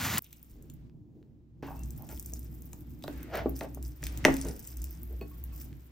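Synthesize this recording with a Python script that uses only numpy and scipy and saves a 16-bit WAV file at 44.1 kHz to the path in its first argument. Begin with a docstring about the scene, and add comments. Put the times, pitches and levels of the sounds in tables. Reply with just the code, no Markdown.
"""At a kitchen counter, water bubbles onto noodles for a moment; then tongs serve them softly into a
ceramic bowl. Wooden chopsticks toss the noodles close to the microphone, and the sauce crackles as its
sticky threads part and its thin films burst. The sticks scrape, squeak and click on the glaze, and the
bowl knocks on the counter. A low hum wavers underneath, with the soft noise of a small room."""
import sys
import numpy as np
from scipy import signal
from scipy.fft import rfft, irfft, next_fast_len
from scipy.io import wavfile
from scipy.ndimage import uniform_filter1d, map_coordinates

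SR = 44100
rng = np.random.default_rng(int(sys.argv[2]) if len(sys.argv) > 2 else 0)


def to_wav(sig):
    """Store sig (one row per channel, or 1-D mono) as 16-bit WAV at the path in sys.argv[1].

    Samples outside -1..1 are clipped; the rate is SR.
    """
    pcm = np.clip(np.atleast_2d(sig), -1, 1) * 32767
    pcm = np.round(pcm).astype(np.int16)
    wavfile.write(sys.argv[1], SR, pcm.T)  # frames by channels


N = 260631


def amp(db):
    """Turn decibels into a gain, the number to multiply a sound by."""
    return 10 ** (np.asarray(db) / 20)


def unit(x):
    """Scale a sound to an average strength (rms) of 1."""
    return x / np.sqrt(np.mean(x ** 2) + 1e-20)


def along(points, hz):
    """Read between (frequency, value) points, spaced by octaves."""
    f, v = np.transpose(points)
    return np.interp(np.log(hz + 1), np.log(f + 1), v)


def level(rows):
    """A gain for every sample from (time, level) points, held beyond the ends."""
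    return amp(np.interp(np.arange(N) / SR, *np.transpose(rows)))


def faded_level(rows):
    """Like level, but fading quickly to silence beyond the ends."""
    t = np.arange(N) / SR
    inside_s = np.minimum(t - rows[0][0], rows[-1][0] - t)
    return np.clip(inside_s / .008 + 1, 0, 1) * level(rows)


def swell(s, rise_s, fall_s, hold_s=0, sag_db_per_s=0):
    """A gain that rises to 1 at time s, holds or sags, then falls."""
    depth_db, roundness = 31, 1.06  # change over one rise or fall; shape of the top
    t = np.arange(N) / SR - s
    away = np.maximum(-t / rise_s, 0) + np.maximum((t - hold_s) / fall_s, 0)
    return amp(-depth_db * np.minimum(away, 10) ** roundness - sag_db_per_s * np.maximum(t, 0))


def filtered(x, response):
    """Multiply each frequency in a sound by response(hz)."""
    size = next_fast_len(N + SR // 2)
    return irfft(rfft(x, size) * response(np.fft.rfftfreq(size, 1 / SR)), size)[..., :N]


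def band(x, pitch_hz, octaves):
    """Keep only the part of a sound near one pitch, at strength 1."""
    return unit(filtered(x, lambda hz: np.exp(-.5 * (np.log2((hz + 1) / pitch_hz) / octaves) ** 2)))


def coloured(x, spectrum):
    """Give a sound a tone colour, at strength 1."""
    size = 4096
    colour_db = np.maximum(along(spectrum, np.fft.rfftfreq(size, 1 / SR)), -100)
    cepstrum = irfft(np.log(amp(colour_db)))
    # folding this in half makes the filter ring after each click, never before it
    cepstrum[1:size // 2] *= 2
    cepstrum[size // 2 + 1:] = 0
    response = irfft(np.exp(rfft(cepstrum)))
    return unit(signal.fftconvolve(x, response)[:N])


def noise(spectrum):
    """Steady noise with this tone colour, at strength 1."""
    return unit(filtered(rng.standard_normal(N), lambda hz: amp(along(spectrum, hz))))


def wobble(per_s):
    """A smooth curve through per_s random values a second."""
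    return map_coordinates(rng.standard_normal(int(N * per_s / SR) + 4), [np.arange(N) * per_s / SR])


def grains(per_s, spread_db):
    """Tiny random clicks of uneven size, with even power from moment to moment."""
    clicks = (rng.random(N) < per_s / SR) * rng.choice([-1, 1], N)
    clicks = clicks * amp(spread_db * rng.standard_normal(N))
    power = uniform_filter1d(uniform_filter1d(clicks ** 2, size=3000), size=3000)
    return clicks / np.sqrt(np.abs(power) + 1e-6)


def ring(tones, t, scatter_db):
    """Struck tones, a little different each time; a fade time is how long a 60 dB drop takes."""
    return sum(amp(db + scatter_db * rng.standard_normal() - 60 * t / fade_s)
               * np.sin(2 * np.pi * hz * t) for hz, db, fade_s in tones)


def burst(t, hz, octaves, fade_s):
    """A fading puff of noise near one pitch, with a peak of 1."""
    distance = np.log2((np.fft.rfftfreq(len(t), 1 / SR) + 1) / hz)
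    puff = irfft(rfft(rng.standard_normal(len(t))) * np.exp(-.5 * (distance / octaves) ** 2), len(t))
    puff = puff * amp(-60 * t / fade_s) * (1 - np.exp(-2 * t * hz))
    return puff / np.abs(puff).max()


def add(track, s, sound):
    """Mix a sound into the track at time s."""
    part = track[round(s * SR):][:len(sound)]
    part += sound[:len(part)]


# How the hiss rises and falls: t/s, level/dB (in all tables, levels are before the mixing gains)
HISS_LEVEL = [(.2, -79), (.87, -80), (.92, -95), (1.62, -90), (1.78, -72), (3.0, -75.5), (3.12, -64),
              (3.46, -68.5), (3.95, -74), (4.1, -62), (4.33, -56.5), (4.55, -68.5), (5.26, -72), (5.6, -68),
              (5.77, -74.5)]
# Tone colour of the hiss: f/Hz, level/dB
HISS_COLOUR = [(300, -17.5), (500, -4), (1000, -10), (2050, -11.5), (3500, -16), (9000, -26),
               (14000, -48.5)]
def hiss():
    """A soft hiss from all around, different in each ear."""
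    return amp(5) * level(HISS_LEVEL) * np.array([noise(HISS_COLOUR), noise(HISS_COLOUR)])


# How the room's low noise rises and falls: t/s, level/dB
ROOM_LEVEL = [(0.23, -64.5), (0.8, -53.5), (1.54, -61.5), (1.65, -49.5), (3.31, -52), (3.5, -41),
              (3.56, -49), (3.89, -50.5), (3.99, -62), (4.02, -49.5), (4.22, -48), (4.26, -35.5),
              (4.43, -49.5), (4.46, -43), (4.63, -54.5), (5.6, -54), (5.66, -49), (5.9, -61)]
# Tone colour of that noise: f/Hz, level/dB
ROOM_COLOUR = [(60, -22), (90, -7), (140, -7), (200, -14.5), (300, -15), (340, -18.5), (400, -27),
               (560, -38), (1000, -47.5), (1800, -69.5)]
def room_noise():
    """The room's low noise, with a narrow whirr that comes and goes."""
    whirr = band(rng.standard_normal(N), 296, octaves=.05) * amp(3 * wobble(3.5))
    return level(ROOM_LEVEL) * (amp(1.5) * noise(ROOM_COLOUR) + amp(-10) * whirr)


# Deep bumps of handling: t/s, level/dB
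BUMP_PEAKS = [(.53, -55.5), (1.76, -51), (4.04, -38), (4.27, -43)]
def rumble():
    """A deep rumble that follows the room's noise and swells with each bump."""
    bumps = sum(amp(db) * swell(s, rise_s=.062, fall_s=.3) for s, db in BUMP_PEAKS)
    deep = noise([(10, -24), (22, -1), (38, 7.5), (50, 1), (70, -43.5)])
    return (amp(-13.5) * level(ROOM_LEVEL) + bumps) * deep


# How the hum rises and falls: t/s, level/dB
HUM_LEVEL = [(0.22, -63.5), (0.87, -53.5), (0.95, -69.5), (1.58, -61), (1.86, -37), (2.07, -61),
             (2.16, -40), (2.21, -51), (2.34, -41.5), (2.8, -53), (2.91, -46.5), (3.05, -61), (3.18, -40),
             (3.26, -53.5), (3.53, -36.5), (3.65, -51.5), (3.87, -36.5), (3.97, -54), (4.06, -37.5),
             (4.35, -43.5), (4.49, -37.5), (4.62, -59), (4.81, -35.5), (4.98, -48), (5.15, -37), (5.3, -49),
             (5.47, -40), (5.9, -55.5)]
def hum(pitch_hz=61.4):
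    """One low tone that wavers in pitch and loudness."""
    phase = 2 * np.pi * pitch_hz * np.arange(N) / SR + .5 * wobble(27)
    return amp(4) * level(HUM_LEVEL) * np.sin(phase)


# How long the room's echo lasts: f/Hz, fade/s
ECHO_FADE = [(200, 0.22), (1000, 0.34), (4000, 0.2), (14000, 0.091)]
def wall_echo(x):
    """Nearby walls send a sound back as a short wash, different in each ear."""
    hz, t, spectrum = signal.stft(rng.standard_normal((2, SR // 2)), SR, nperseg=256)
    fading = amp(-60 * t / along(ECHO_FADE, hz)[:, None])
    tail = signal.istft(spectrum * fading, SR, nperseg=256)[1]
    delayed = np.pad(x, (200, 0))
    return signal.fftconvolve(delayed[None], tail / np.linalg.norm(tail[0]), axes=1)[:, :N]


# Clicks at the cuts: t/s, level/dB
CUT_CLICKS = [(.897, -54), (1.228, -55), (5.729, -44)]
def cut_clicks():
    """Faint clicks where the sound cuts from one moment to the next."""
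    out, t = np.zeros(N), np.arange(SR // 2) / SR
    for s, db in CUT_CLICKS:
        add(out, s, amp(db) * burst(t, 1100, octaves=1.6, fade_s=.0028))
    return out


# Strength of the stream: t/s, level/dB
WATER_FLOW = [(0, -0.5), (.04, 0.5), (.055, 3.5), (.09, -2), (.13, 1), (.16, 0), (.193, -2.5)]
# Tone colour of its rush: f/Hz, level/dB
WATER_COLOUR = [(30, -30), (70, 0.5), (140, 3.5), (260, -2), (520, -18.5), (1050, -8.5), (2200, -9),
                (4600, -15.5), (10000, -14), (13500, -14.5), (15500, -20.5)]
def water(pour_s=.193):
    """Small bubbles ring with rising pitch over a rush, with one sharp splash before it stops."""
    t, bubbles = np.arange(SR // 30) / SR, np.zeros(N)
    for when, pitch, size in rng.random((260, 3)):
        hz = 600 * 12 ** pitch
        chirp = np.sin(2 * np.pi * hz * t * (1 + 12 * t))
        add(bubbles, when * pour_s, size ** 3 * chirp * np.exp(-t * hz / 4))
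    gush = faded_level(WATER_FLOW) * amp(wobble(55))
    rush = coloured(rng.standard_normal(N) + grains(2500, 4.2), WATER_COLOUR)
    stream = amp(-32.5) * gush * rush + amp(-38) * bubbles
    add(stream, .174, amp(-20.5) * burst(t, 2200, octaves=.96, fade_s=.019))  # the splash
    add(stream, .1815, amp(-11) * burst(t, 11000, octaves=.5, fade_s=.022))
    return stream * np.clip((pour_s - np.arange(N) / SR) / .0009, 0, 1)


# Strength of the squelch: t/s, level/dB
SQUELCH_LEVEL = [(.235, -80), (.25, -61.5), (.3, -75), (.335, -69), (.42, -84), (.5, -81)]
def tongs():
    """Tongs sink into the noodles with a squelch of tiny clicks."""
    return faded_level(SQUELCH_LEVEL) * band(grains(710, 4.6), 2950, octaves=.32)


# Path of the squeak: t/s, f/Hz, level/dB
SQUEAK_PATH = [(1.634, 2910, -69), (1.68, 2680, -61), (1.74, 2540, -80), (1.801, 2700, -62.5),
               (1.84, 2710, -78), (1.89, 2650, -85)]
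def squeak():
    """A stick drags over the glaze with a thin, unsteady tone."""
    s, hz, db = np.transpose(SQUEAK_PATH)
    pitch_hz = np.interp(np.arange(N) / SR, s, hz) * (1 + .0097 * wobble(200))
    return faded_level(np.c_[s, db]) * np.sin(2 * np.pi * np.cumsum(pitch_hz) / SR)


# Light touches on the rim: t/s, level/dB, brightness/dB
RIM_TOUCHES = [(5.212, -47, -2.5), (5.313, -47, -30), (5.525, -53.5, -13)]
# Tones of the rim, lowest first: f/Hz, level/dB, fade/s
RIM_TONES = [(1105, -10.5, 0.23), (2550, 1.5, 0.087), (4400, -7, 0.17)]
def clinks():
    """Touches set the ceramic rim ringing, dull ones mostly its lowest tone."""
    out, t = np.zeros(N), np.arange(SR // 2) / SR
    for s, db, bright_db in RIM_TOUCHES:
        low = ring(RIM_TONES[:1], t, scatter_db=.88)
        high = ring(RIM_TONES[1:], t, scatter_db=.93)
        add(out, s, amp(db) * (low + amp(bright_db) * high))
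    return out


# Scrapes, timed at full push: t/s, rise/s, hold/s, fall/s, hollow f/Hz, hollow level/dB, rasp level/dB
SCRAPES = [(0.568, .02, 0.085, 0.28, 323, -54, -91), (1.157, 0.15, 0.046, 0.46, 400, -59.5, -101),
           (3.065, 0.025, 0.19, 0.17, 300, -46, -66), (1.629, 0.0074, 0.0092, 0.21, 925, -46, -49),
           (1.683, 0.037, 0.011, 0.18, 906, -41, -72), (2.013, 0.095, 0.022, 0.1, 810, -51.5, -74),
           (2.092, .015, .035, .08, 830, -53, -57), (3.163, 0.097, 0.14, .1, 2070, -59.5, -76),
           (3.344, 0.073, 0.046, 0.12, 684, -31.5, -38.5), (3.611, 0.012, 0.038, 0.06, 650, -41, -53.5),
           (4.449, .03, 0.041, 0.14, 450, -39, -55), (5.11, 0.035, 0.021, 0.16, 419, -49.5, -76),
           (5.217, .012, 0.0075, 0.05, 400, -36, -61)]
# Tone colour of the hollow part: multiple of its pitch, level/dB
HOLLOW_COLOUR = [(.3, -6), (.65, 3), (1, 9), (1.301, -1), (1.8, -8.5), (3, -34.5)]
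# Tone colour of the rasp: f/Hz, level/dB
RASP_COLOUR = [(800, -3.5), (1400, 18.5), (2600, 8), (4000, 0.5), (6500, -3), (10000, -39)]
def scrapes():
    """The sticks and the bowl's foot slide in tiny dry slips: a hollow sound under a rasp."""
    out = np.zeros(N)
    for s, rise_s, hold_s, fall_s, pitch_hz, hollow_db, rasp_db in SCRAPES:
        push = swell(s, rise_s, fall_s, hold_s)
        slips = grains(1800, 4) + .8 * rng.standard_normal(N)
        hollow = push * coloured(slips, [(k * pitch_hz, db) for k, db in HOLLOW_COLOUR])
        rasp = push ** 1.36 * coloured(slips, RASP_COLOUR)  # grows faster with pressure
        out += amp(hollow_db - 4.5) * hollow + amp(rasp_db - 2.5) * rasp
    return out


# Blows on the bowl: t/s, thud level/dB, thud f/Hz, click level/dB, click f/Hz
BOWL_BLOWS = [(0.554, -50, 297, -80, 1500), (1.626, -23, 296, -44, 1960), (2.124, -35, 400, -48, 2000),
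              (2.327, -41, 400, -68, 2500), (2.7305, -43, 830, -48.5, 2360),
              (3.0388, -27.5, 600, -30, 3850), (3.079, -24.5, 520, -31, 1550),
              (3.4563, -12.5, 392, -46, 1400), (3.61, -21.5, 580, -27.5, 1960),
              (3.642, -30, 580, -51, 2020), (3.7701, -31.5, 530, -68, 1500),
              (4.029, -37.5, 500, -30.5, 1900), (4.2433, -30.5, 650, -24.5, 2092),
              (4.2508, -3.5, 500, 0, 2006), (4.2802, -8.5, 470, -42, 1500), (4.451, -30, 440, -48, 2040),
              (5.2124, -30, 352, -44, 2610)]
# Tones of the bowl on the counter: f/Hz, level/dB, fade/s
BOWL_TONES = [(332.3, -0.5, .14), (394.2, 1.5, .11), (434, -6, .12), (520, -15.5, 0.033), (595, 0, 0.069),
              (708, -7.5, 0.072), (757, -10.5, 0.13), (843, -13.5, 0.085), (1134, -13, 0.091),
              (1434, -14.5, .04)]
# A harder blow booms lower: thud level/dB, boom f/Hz
BOOM_PITCH = [(-28.5, 295), (-19.5, 271)]
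def knocks(thud_lag_s=.00257, boom_fade_s=.48):
    """A stick clicks on the glaze; just after, the bowl thuds on the counter and rings with a low boom."""
    blows, boom, t = np.zeros(N), np.zeros(N), np.arange(SR // 2) / SR
    for s, thud_db, thud_hz, click_db, click_hz in BOWL_BLOWS:
        stick_tones = [(click_hz, 0, .007), (1.233 * click_hz, -4, .005), (3 * click_hz, -8, .004)]
        wood = 1.27 * ring(stick_tones, t, scatter_db=.96) * (1 - np.exp(-t / .00032))
        tick = amp(-9) * burst(t, 8000, octaves=.7, fade_s=.0067)
        buzz = amp(-20) * burst(t, click_hz, octaves=1, fade_s=.05)  # the stick rattles on the glaze
        add(blows, s, amp(click_db - .5) * (wood + tick + buzz))

        punch = 1.6 * np.sin(2 * np.pi * thud_hz * t) * amp(-60 * t / .009)
        bowl = .15 * ring(BOWL_TONES, t, scatter_db=.65)
        puff = .22 * burst(t, 1.03 * thud_hz, octaves=.73, fade_s=.047)
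        cushion = 1 - np.exp(-(t / .00094) ** 2)  # a hand softens the landing
        add(blows, s + thud_lag_s, amp(thud_db) * cushion * (punch + bowl + puff))

        boom_hz = np.interp(thud_db, *np.transpose(BOOM_PITCH))
        low_ring = ring([(boom_hz, .77 * thud_db - 21.5, boom_fade_s)], t, scatter_db=.487)
        add(boom, s + thud_lag_s, low_ring * (1 - np.exp(-t / .0044)))
    return blows, boom


# Each pull or turn of the noodles: t/s, hold/s, squish level/dB, fine fizz level/dB
NOODLE_PULLS = [(0.194, 0.33, -61.5, -60.5), (0.625, 0.13, -75, -71), (1.666, 0.34, -60, -57.5),
                (2.063, 0.38, -51.5, -52), (2.5, 0.39, -64.5, -57), (3.036, 0.19, -59, -57.5),
                (3.344, 0.032, -57, -54), (3.566, 0.048, -44.5, -50), (3.834, 0.058, -49.5, -51.5),
                (4.049, 0.0058, -37, -51.5), (4.125, 0.055, -50.5, -54.5), (4.256, 0.23, -40.5, -52.5),
                (4.53, 0.21, -49.5, -51), (4.779, 0.16, -49.5, -54), (4.96, 0.44, -70.5, -55.5),
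                (5.536, 0.083, -53, -50), (5.703, .14, -72.5, -64)]
def stirring(settle_span_s=(1.63, 5.88)):
    """How strong the squish and fizz are: each pull starts fast and thins out, over a faint settling."""
    squish = faded_level([(s, -68) for s in settle_span_s])
    fizz = faded_level([(s, -62.5) for s in settle_span_s])
    for s, hold_s, squish_db, fizz_db in NOODLE_PULLS:
        pull = swell(s, rise_s=.043, fall_s=.14, hold_s=hold_s, sag_db_per_s=7)
        squish = np.maximum(squish, amp(squish_db) * pull)
        fizz = np.maximum(fizz, amp(fizz_db) * pull)
    return squish, fizz


# Threads of sauce, thick to thin: f/Hz, width/octaves, level/dB, share that follows the fizz (0 to 1)
SAUCE_THREADS = [(2180, 0.82, -17, 0), (5510, 0.2, -11, 0.14), (7700, 0.18, -9.5, 0.5),
                 (9070, 0.091, -11, 0.03), (11800, .12, -3, 1), (14140, 0.091, -4, 0.9)]
def sauce_crackle(squish, fizz):
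    """Countless sticky threads part in little clusters; thinner ones sound higher."""
    clusters, out = unit(amp(3 * wobble(60))), np.zeros(N)
    for pitch_hz, octaves, db, share in SAUCE_THREADS:
        parting = grains(500, 6.3) + .25 * rng.standard_normal(N)
        strength = amp(db) * squish ** (1 - share) * fizz ** share
        out += strength * band(parting, pitch_hz, octaves)
    return amp(-3.5) * clusters * out


def small_snaps(squish, fizz, per_s=20, scatter_db=3.5):
    """Rows like those below for lesser films that burst at random, as strong as the stirring is then."""
    at = np.flatnonzero(rng.random(N) < per_s / SR)
    size_db = scatter_db * np.clip(rng.standard_normal((2, N))[:, at], -2, 2)
    squish_db, fizz_db = 20 * np.log10(np.array([squish[at], fizz[at]]) + 1e-9) + size_db
    return list(zip(at / SR, squish_db - 8, squish_db + 11, fizz_db + 11.5))


# The loudest snaps of sauce: t/s, pop level/dB, smack level/dB, tick level/dB
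LOUD_SNAPS = [(0.222, -70, -51, -31), (0.244, -61, -38.5, -37), (0.3288, -40.5, -37, -33),
              (0.429, -64, -58, -34.5), (0.6246, -61, -42.5, -42), (0.6996, -42.5, -35.5, -44),
              (.7383, -70, -55, -40.5), (1.793, -67, -39, -41), (1.8346, -53, -33, -51),
              (1.978, -59, -42, -35), (1.906, -61, -34.5, -32), (2.0224, -72, -46, -31),
              (2.09, -39, -34, -46), (2.1754, -41.5, -40, -37), (2.1966, -65, -28, -27),
              (2.2604, -62, -27, -30), (2.336, -74, -21, -33), (2.393, -67, -33, -31),
              (2.621, -68, -40.5, -36), (2.7315, -42, -29.5, -33), (3.0245, -37, -41, -42),
              (3.0795, -28, -52, -37), (3.2307, -52, -46, -30), (3.355, -29, -31.5, -25.5),
              (3.3733, -32, -42, -25), (3.4946, -65, -60, -26), (3.6085, -28.5, -43, -46),
              (3.747, -62, -33.5, -32), (3.827, -45.5, -33, -31), (4.0388, -31, -20, -26),
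              (4.0677, -23, -23.5, -27.5), (4.1748, -37.5, -26, -29.5), (4.341, -33, -25, -27.5),
              (4.3671, -29.5, -24.5, -27), (4.414, -35, -18, -38), (4.5935, -70, -33, -32.5),
              (4.6744, -46, -29.5, -34), (4.7703, -58, -31.5, -33), (4.8188, -64, -28, -33.5),
              (4.842, -42, -27, -23.5), (4.909, -69, -52, -28), (5.0325, -67, -54, -28),
              (5.4396, -71, -44, -25.5)]
def sauce_snaps(squish, fizz):
    """Films of sauce burst, each with its own mix of a lower pop, a bright smack and a very high tick."""
    out, t = np.zeros(N), np.arange(SR // 20) / SR
    for s, pop_db, smack_db, tick_db in LOUD_SNAPS + small_snaps(squish, fizz):
        pop = amp(pop_db - 5) * burst(t, 2900, octaves=.42, fade_s=.008)
        smack = amp(smack_db - 4.5) * burst(t, 7750, octaves=.32, fade_s=.012)
        tick = amp(tick_db - 1.5) * burst(t, 12930, octaves=.2, fade_s=.0087)
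        add(out, s, pop + smack + tick)
    return out


def bowl_echo(x, fade_s=.0028):
    """The bowl's sides scatter a sound differently to the left and right."""
    t = np.arange(SR // 200) / SR
    scatter = rng.standard_normal((2, len(t))) * amp(-60 * t / fade_s)
    return signal.fftconvolve(x[None], scatter / np.linalg.norm(scatter[0]), axes=1)[:, :N]


# How far the left side's wave runs ahead of the right: f/Hz, lead/radians
LEFT_LEAD = [(0, 0), (1200, .05), (4200, .5), (5300, .1), (6000, .5), (8000, 2.05), (9200, 3),
             (11000, 3.35), (13000, 4.9), (15000, 6.2)]
def microphone(x):
    """Sound enters two close openings, left and right, which fall out of step on high notes."""
    return filtered(x, lambda hz: np.exp(.5j * along(LEFT_LEAD, hz) * np.array([[1], [-1]])))


def scene():
    """Mix the direct sound with short echoes from the bowl and the walls."""
    blows, boom = knocks()
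    background = hum() + rumble() + hiss()
    room = room_noise()
    pour = water()
    bowl = blows + scrapes() + clinks()
    cuts = cut_clicks()
    bowl += squeak()
    squish, fizz = stirring()
    noodles = sauce_crackle(squish, fizz) + tongs() + sauce_snaps(squish, fizz)
    direct = microphone(background + room + cuts + pour + bowl + boom + noodles)
    walls = wall_echo(amp(-11) * (noodles + bowl + cuts) + amp(-8) * room)
    return direct + amp(-10) * bowl_echo(noodles) + walls


def record(dry, ceiling=.95, top_hz=16000):
    """The recorder softly rounds off the tallest peaks and cuts the very highest treble."""
    rounded = dry / (1 + np.abs(dry / ceiling) ** 8) ** (1 / 8)
    return filtered(rounded, lambda hz: 1 / (1 + (hz / top_hz) ** 160))


dry = scene()
out = record(dry)
to_wav(out)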